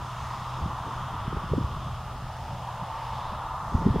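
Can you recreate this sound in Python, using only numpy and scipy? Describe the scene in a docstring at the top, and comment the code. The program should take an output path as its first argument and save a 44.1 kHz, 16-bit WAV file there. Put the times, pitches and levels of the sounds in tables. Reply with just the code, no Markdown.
"""A distant six-cylinder tractor pulls a fertilizer spreader: firing hum, rasp-edged machinery roar and
thin gear whine, with spreader and crop hissing above and wind rumbling on the microphone. The roar
swells at 0.8 s; a run of buffets follows at 1.1-1.7 s. A dip rises through the roar, deepest at 2.4 s.
The whine peaks at 3 s, the roar swells again, and a second run of buffets starts at 3.7 s.
Throughout, moving air shifts the roar's colour and the hum fades as the tractor draws away."""
import sys
import numpy as np
from scipy import signal
from scipy.fft import rfft, irfft
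from scipy.io import wavfile
from scipy.ndimage import uniform_filter1d, map_coordinates

SR = 44100
rng = np.random.default_rng(int(sys.argv[2]) if len(sys.argv) > 2 else 0)


def digitize_waveform(pressure):
    """Quantize a signal to 16-bit integers and store it at the path in sys.argv[1].

    Rows of a 2-D input are taken as channels; values are limited to [-1, 1].
    """
    field = np.atleast_2d(pressure).T
    bounded = np.clip(field, -1, 1)
    quanta = np.round(bounded * 32767).astype(np.int16)
    wavfile.write(sys.argv[1], SR, quanta)


N = 176400


def undb(db):
    """Decibels to gain."""
    return 10 ** (np.asarray(db) / 20)


def unit(x):
    """Scale to rms 1."""
    return x / np.std(x)


def noise():
    """White noise."""
    return rng.standard_normal(N)


def bins_hz():
    """FFT bin frequencies, floored at 1 Hz."""
    return np.maximum(np.arange(N // 2 + 1) * SR / N, 1)


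def curve(rows, column=1):
    """Table column, linearly interpolated in time."""
    rows = np.array(rows)
    return np.interp(np.arange(N) / SR, rows[:, 0], rows[:, column])


def walk(rate_hz):
    """Smooth random drift, spread near 1."""
    hold = max(int(SR / rate_hz), 2)
    steps = np.repeat(rng.standard_normal(N // hold + 1), hold)
    return 1.3 * uniform_filter1d(uniform_filter1d(steps, hold), hold)[:N]


def phase_rad(hz):
    """Phase of a moving frequency, random start."""
    return 2 * np.pi * (np.cumsum(hz) / SR + rng.random())


def narrowband(phase, width_hz):
    """Noise band about a moving tone, rms near 1."""
    return walk(width_hz) * np.sin(phase) + walk(width_hz) * np.cos(phase)


def coloured_noise(colour):
    """Noise shaped by (f/Hz, gain/dB) rows, rolled off beyond their ends; rms 1."""
    hz, db = np.array(colour).T
    f = bins_hz()
    skirts = np.minimum(f / hz[0], 1) ** 2 * np.minimum(hz[-1] / f, 1) ** 2
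    gain = undb(np.interp(np.log(f), np.log(hz), db))
    return unit(irfft(rfft(noise()) * gain * skirts, N))


def flicker(x, lo_hz, hi_hz, depth_db, rate_hz, bands, tilt_db_per_oct=0):
    """Overlapping bands waver independently and tilt about the middle."""
    octave, spectrum, out = np.log2(bins_hz()), rfft(x), 0
    centres = np.linspace(np.log2(lo_hz), np.log2(hi_hz), bands)
    for centre, weights in zip(centres, np.eye(bands)):
        band = irfft(spectrum * np.interp(octave, centres, weights), N)
        out += band * undb(depth_db * walk(rate_hz) + tilt_db_per_oct * (centre - centres.mean()))
    return out


def breezy_noise(colour, levels, trim_db=0):
    """Enveloped noise whose bands waver in the breeze."""
    wavering = flicker(coloured_noise(colour), 1500, 6900, depth_db=0.9, rate_hz=7.05, bands=7)
    return wavering * undb(curve(levels) + trim_db)


def stereo(mid, side, width):
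    """Mid/side to left/right."""
    return mid + width * side * np.array([[1], [-1]])


def mic_ports(x, lag_s):
    """A slow pressure wave meets one microphone port lag_s before the other."""
    return stereo(x, np.gradient(x) * SR, lag_s / 2)


# Background spectra, mid and side: f/Hz, gain/dB
AIR_MID_COLOUR = [(1500, -7), (3000, 5.5), (6000, 0), (9000, -0.5), (12000, -2.5), (15500, -6)]
AIR_SIDE_COLOUR = [(2000, -36), (2700, -22), (3200, 0), (5200, 0.5), (7500, -1.5), (9500, -0.5),
                   (12000, -3.5), (15500, -8)]
def air(mid_db=-63, side_db=-59.5):
    """Even, wide background hiss."""
    mid = undb(mid_db) * coloured_noise(AIR_MID_COLOUR)
    return stereo(mid, coloured_noise(AIR_SIDE_COLOUR), undb(side_db))


# Rumble envelope: t/s, level/dB
WIND_LEVEL = [(0, -41.5), (.55, -42.5), (.65, -33.5), (.75, -39), (.87, -38.5), (1.05, -42), (1.25, -36),
              (1.45, -36), (1.6, -32), (1.7, -38), (1.83, -37.5), (1.97, -40.5), (2.55, -40), (2.7, -48),
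              (3.2, -41.5), (3.6, -44), (3.78, -33), (3.9, -31.5), (4, -28)]
# Rumble spectrum: f/Hz, gain/dB
WIND_COLOUR = [(10, -20), (25, -4), (55, 0), (100, -4.5), (150, -7), (220, -15.5), (320, -21), (600, -27),
               (1200, -67)]
def wind():
    """Turbulence on the microphone, brighter when stronger."""
    level_db = curve(WIND_LEVEL)
    tilt = 0.12 * (level_db - level_db.mean())
    rumble = coloured_noise(WIND_COLOUR)
    rumble = flicker(rumble, 38.6, 323, depth_db=3.5, rate_hz=24.88, bands=4, tilt_db_per_oct=tilt)
    return rumble * undb(level_db)


# Eddies: t/s, level/dB, f/Hz, decay/s
BUFFETS = [(0.642, -22.5, 76.4, 0.014), (0.661, -25, 170, 0.0065), (1.141, -28, 140, 0.0044),
           (1.281, -19.5, 140.3, 0.0031), (1.33, -27, 290, .004), (1.346, -23.5, 149, 0.0061),
           (1.37, -29, 450, 0.0035), (1.373, -18, 100, 0.0036), (1.441, -27.5, 170.4, 0.0052),
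           (1.521, -17.5, 100, 0.0076), (1.533, -16.5, 120.5, 0.005), (1.537, -16.5, 363, 0.0036),
           (1.57, -16, 100, 0.004), (1.583, -18, 214.7, 0.005), (1.614, -19.5, 114.7, 0.0064),
           (1.648, -19.5, 64.9, 0.0079), (2.825, -31.5, 163, 0.0094), (3.326, -30.5, 230.4, 0.0057),
           (3.752, -13, 70, 0.0077), (3.748, -19.5, 230, 0.0073), (3.864, -9.5, 205, 0.006),
           (3.873, -19.5, 390, 0.0043), (3.887, -17.5, 220.5, 0.0056), (3.906, -12, 105, 0.005),
           (3.944, -25, 238.2, 0.0043), (3.951, -17, 190, 0.0027), (3.964, -15, 145.3, 0.004),
           (3.96, -21.5, 370, 0.0034)]
def buffets(rise_speedup=1.38, steepening=0.097):
    """Each eddy shoves the diaphragm through one or two steep, ragged swings."""
    t, out = np.arange(N) / SR, np.zeros(N)
    ragged_rad_per_hz = phase_rad(np.exp(0.17 * walk(500)))
    grit = 1 + 0.18 * walk(400)
    for (at_s, db, hz, decay_s), start in zip(BUFFETS, rng.random(len(BUFFETS))):
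        near = np.abs(t - at_s) < 10 * decay_s
        phase = hz * ragged_rad_per_hz[near] + 2 * np.pi * start
        age = (t[near] - at_s) / decay_s
        envelope = undb(db) / np.cosh(np.pi / 2 * np.minimum(age, rise_speedup * age))
        out[near] += envelope * (np.sin(phase) + steepening * np.sin(2 * phase))
    return out * grit


# Hiss layer envelopes, before trim: t/s, level/dB
TREBLE_LEVEL = [(.03, -53), (.35, -52.5), (.5, -51.5), (.7, -54), (.95, -52.7), (1.3, -54), (1.8, -54),
                (2.2, -55), (2.38, -54), (2.6, -55), (3, -53), (3.23, -52.7), (3.42, -54.5), (3.66, -58),
                (3.97, -55)]
HISS_LEVEL = [(.03, -58), (.27, -56), (.58, -57.5), (.8, -61), (1.4, -60.5), (2, -61.5), (2.25, -60.5),
              (2.85, -61.5), (3.15, -56), (3.46, -64), (3.8, -59.5), (3.97, -58.5)]
SIZZLE_LEVEL = [(0, -62), (.24, -59.5), (.42, -64), (.8, -64), (1, -62), (1.3, -69.5), (1.8, -63.5),
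                (2.1, -69), (2.7, -64), (2.9, -68.5), (3.14, -63.5), (3.44, -69), (3.79, -61), (3.93, -70)]
# Hiss layer spectra: f/Hz, gain/dB
TREBLE_COLOUR = [(1300, -5), (1850, -7.5), (2350, -3), (2800, 1.8), (3400, -0.4), (3750, -3), (4200, -14),
                 (6000, -22.5)]
HISS_COLOUR = [(3000, -21), (4000, 3), (4800, 4), (5300, 6), (5750, -5), (7200, -9.5), (9000, -14.5),
               (15000, -23)]
SIZZLE_COLOUR = [(4500, -25), (5750, -2), (6500, 0), (7200, -6), (9000, -13.5), (15000, -25)]
def spreader_hiss():
    """Spreader and crop hiss in three layers, low to high."""
    return (breezy_noise(TREBLE_COLOUR, TREBLE_LEVEL, trim_db=-0.03)
            + breezy_noise(HISS_COLOUR, HISS_LEVEL, trim_db=-0.3)
            + breezy_noise(SIZZLE_COLOUR, SIZZLE_LEVEL))


# Resonance track: t/s, level/dB, f/Hz
RUSH_TRACK = [(0, -65, 3400), (.52, -57.5, 3650), (.72, -60, 3297), (1.22, -55.5, 3300), (1.6, -59.5, 3250),
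              (1.8, -56.5, 3400), (2.1, -65, 3110), (3, -67, 3400), (3.24, -54.5, 3620), (3.6, -68, 3595),
              (3.85, -61, 3396), (3.97, -55.5, 3320)]
def spreader_rush():
    """A narrow resonance in the hiss wanders, swells and fades."""
    phase = phase_rad(curve(RUSH_TRACK, column=2))
    return unit(narrowband(phase, width_hz=1000)) * undb(curve(RUSH_TRACK))


# Rasp envelope, before trim: t/s, level/dB
RASP_LEVEL = [(0, -58), (.3, -48.5), (.48, -56), (1.3, -54), (1.65, -60.5), (2.2, -58), (2.6, -57.5),
              (3, -50.5), (3.3, -55.5), (3.65, -58), (3.84, -53), (4, -51)]
# Rasp spectrum: f/Hz, gain/dB
RASP_COLOUR = [(1200, -8), (1550, -7.5), (1830, -0.5), (2100, -4.5), (2400, -10), (3000, -17)]
def machinery_rasp():
    """Raspy upper edge of the machinery roar."""
    return breezy_noise(RASP_COLOUR, RASP_LEVEL, trim_db=-1.5)


# Faint drive and gear tones: f/Hz, level/dB
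DRIVE_TONES = [(85.5, -50.5), (649, -61.5), (1145, -61)]
# Main whine envelope: t/s, level/dB
WHINE_LEVEL = [(0, -53), (.85, -47.5), (1.4, -53.5), (2.1, -58), (2.7, -49.5), (2.96, -40.5), (3.25, -45),
               (3.58, -44), (3.72, -43), (4, -47)]
def gears(whine_hz=893.5, wobble=0.0026):
    """Thin drive and gear tones waver in the moving air."""
    def tone(hz):
        return unit(np.sin(phase_rad(hz * (1 + wobble * walk(14)))))
    faint = sum(tone(hz) * undb(db + 1.8 * walk(6.07)) for hz, db in DRIVE_TONES)
    return faint + tone(whine_hz) * undb(curve(WHINE_LEVEL) + 2 * walk(9.1))


# Exhaust partials: multiple of firing rate, gain/dB
EXHAUST_PARTIALS = [(1, -3.5), (2, -31), (3, -37)]
def exhaust(firing_rad, start_db=-41.5, fade_db_per_s=1.4, waver_db=1.4, roughness=0.53):
    """Firing hum: only the lowest partials carry over the field; uneven firings roughen it."""
    level_db = start_db - fade_db_per_s * np.arange(N) / SR + waver_db * walk(10.8)
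    hum = unit(sum(undb(db) * np.sin(k * firing_rad) for k, db in EXHAUST_PARTIALS))
    return (hum + roughness * narrowband(firing_rad, width_hz=110.8)) * undb(level_db)


# Dip, likely ground-reflection cancellation: t/s, f/Hz, depth/dB
GROUND_DIP = [(1.3, 650, 2.5), (1.9, 915, 3.5), (2.4, 1100, 10.5), (2.8, 1228, 2.5), (3.3, 1400, .3)]
def field_path(x, colour, pitch_ratio, flicker_db=0.26, dip_log_width=0.12, bands=34):
    """Path over the field: the colour slides by pitch_ratio and a dip rises through it; rms near 1."""
    hz, db = np.array(colour).T
    log_f, log_shift = np.log(bins_hz()), np.log(pitch_ratio)
    log_dip, depth_db = np.log(curve(GROUND_DIP)), curve(GROUND_DIP, column=2)
    centres = np.linspace(np.log(hz[0] / 2), np.log(hz[-1] * 2), bands)
    spectrum, out, power = rfft(x), 0, 0
    for centre, weights in zip(centres[1:-1], np.eye(bands)[1:-1]):
        band = irfft(spectrum * np.interp(log_f, centres, weights), N)
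        dip_db = depth_db * np.exp(-((centre - log_dip) / dip_log_width) ** 2)
        gain = undb(np.interp(centre - log_shift, np.log(hz), db) - dip_db)
        out += band * gain * undb(flicker_db * walk(8.7))
        power += np.var(band) * gain ** 2
    return out / np.sqrt(1.5 * power)


FIRING_HZ, CYLINDERS = 123.56, 6
# Roar track, before trim: t/s, level/dB, f/Hz
ROAR_TRACK = [(0, -38.5, 1036), (.4, -38, 1010), (.8, -36, 1010), (1.3, -37.5, 1066), (1.75, -39.5, 1010),
              (2.1, -42, 999), (2.37, -41, 980), (2.7, -38, 960), (3.0, -37.5, 953), (3.3, -35.5, 977),
              (3.62, -35.5, 1030), (4, -37, 1000)]
# Roar spectrum when centred on reference_hz: f/Hz, gain/dB
ROAR_COLOUR = [(250, -26.5), (450, -22), (630, -8.5), (740, -7), (900, -1.5), (1000, -1), (1130, -1),
               (1270, -3.5), (1400, -9.5), (1570, -18.5), (1800, -19.5), (2300, -36.5)]
def machinery(firing_rad, clatter_share=0.098, throb_hz=31.15, reference_hz=1029.6, trim_db=0.5):
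    """Roar: rushing noise plus clatter repeating each engine cycle, throbbing with the firings."""
    cycle_samples = int(SR * CYLINDERS / FIRING_HZ)
    position = firing_rad / (2 * np.pi * CYLINDERS) % 1 * cycle_samples
    clatter = unit(map_coordinates(noise()[:cycle_samples], [position], mode="wrap"))
    throb_rad = phase_rad(throb_hz * (1 + 0.0051 * walk(3.3)))
    throb = 1 + 0.074 * np.sin(firing_rad) + 0.081 * np.sin(throb_rad)
    roar = (np.sqrt(clatter_share) * clatter + np.sqrt(1 - clatter_share) * noise()) * throb
    pitch_ratio = curve(ROAR_TRACK, column=2) / reference_hz
    return field_path(roar, ROAR_COLOUR, pitch_ratio) * undb(curve(ROAR_TRACK) + trim_db)


def scene():
    """Tractor and spreader centred, background hiss wide, wind from changing sides."""
    firing_rad = phase_rad(FIRING_HZ * (1 + 0.003015 * walk(3)))
    tractor = exhaust(firing_rad) + gears() + machinery(firing_rad) + machinery_rasp()
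    spreader = spreader_hiss() + spreader_rush()
    background = air()
    direction = walk(120)
    rumble = mic_ports(wind(), lag_s=30e-6 * direction)
    eddies = mic_ports(buffets(), lag_s=150e-6 * direction)
    return background + rumble + eddies + spreader + tractor


def record(dry, cutoff_hz=15700):
    """Steep recorder low-pass."""
    return signal.sosfilt(signal.ellip(10, .1, 80, cutoff_hz, fs=SR, output="sos"), dry)


dry = scene()
out = record(dry)
digitize_waveform(out)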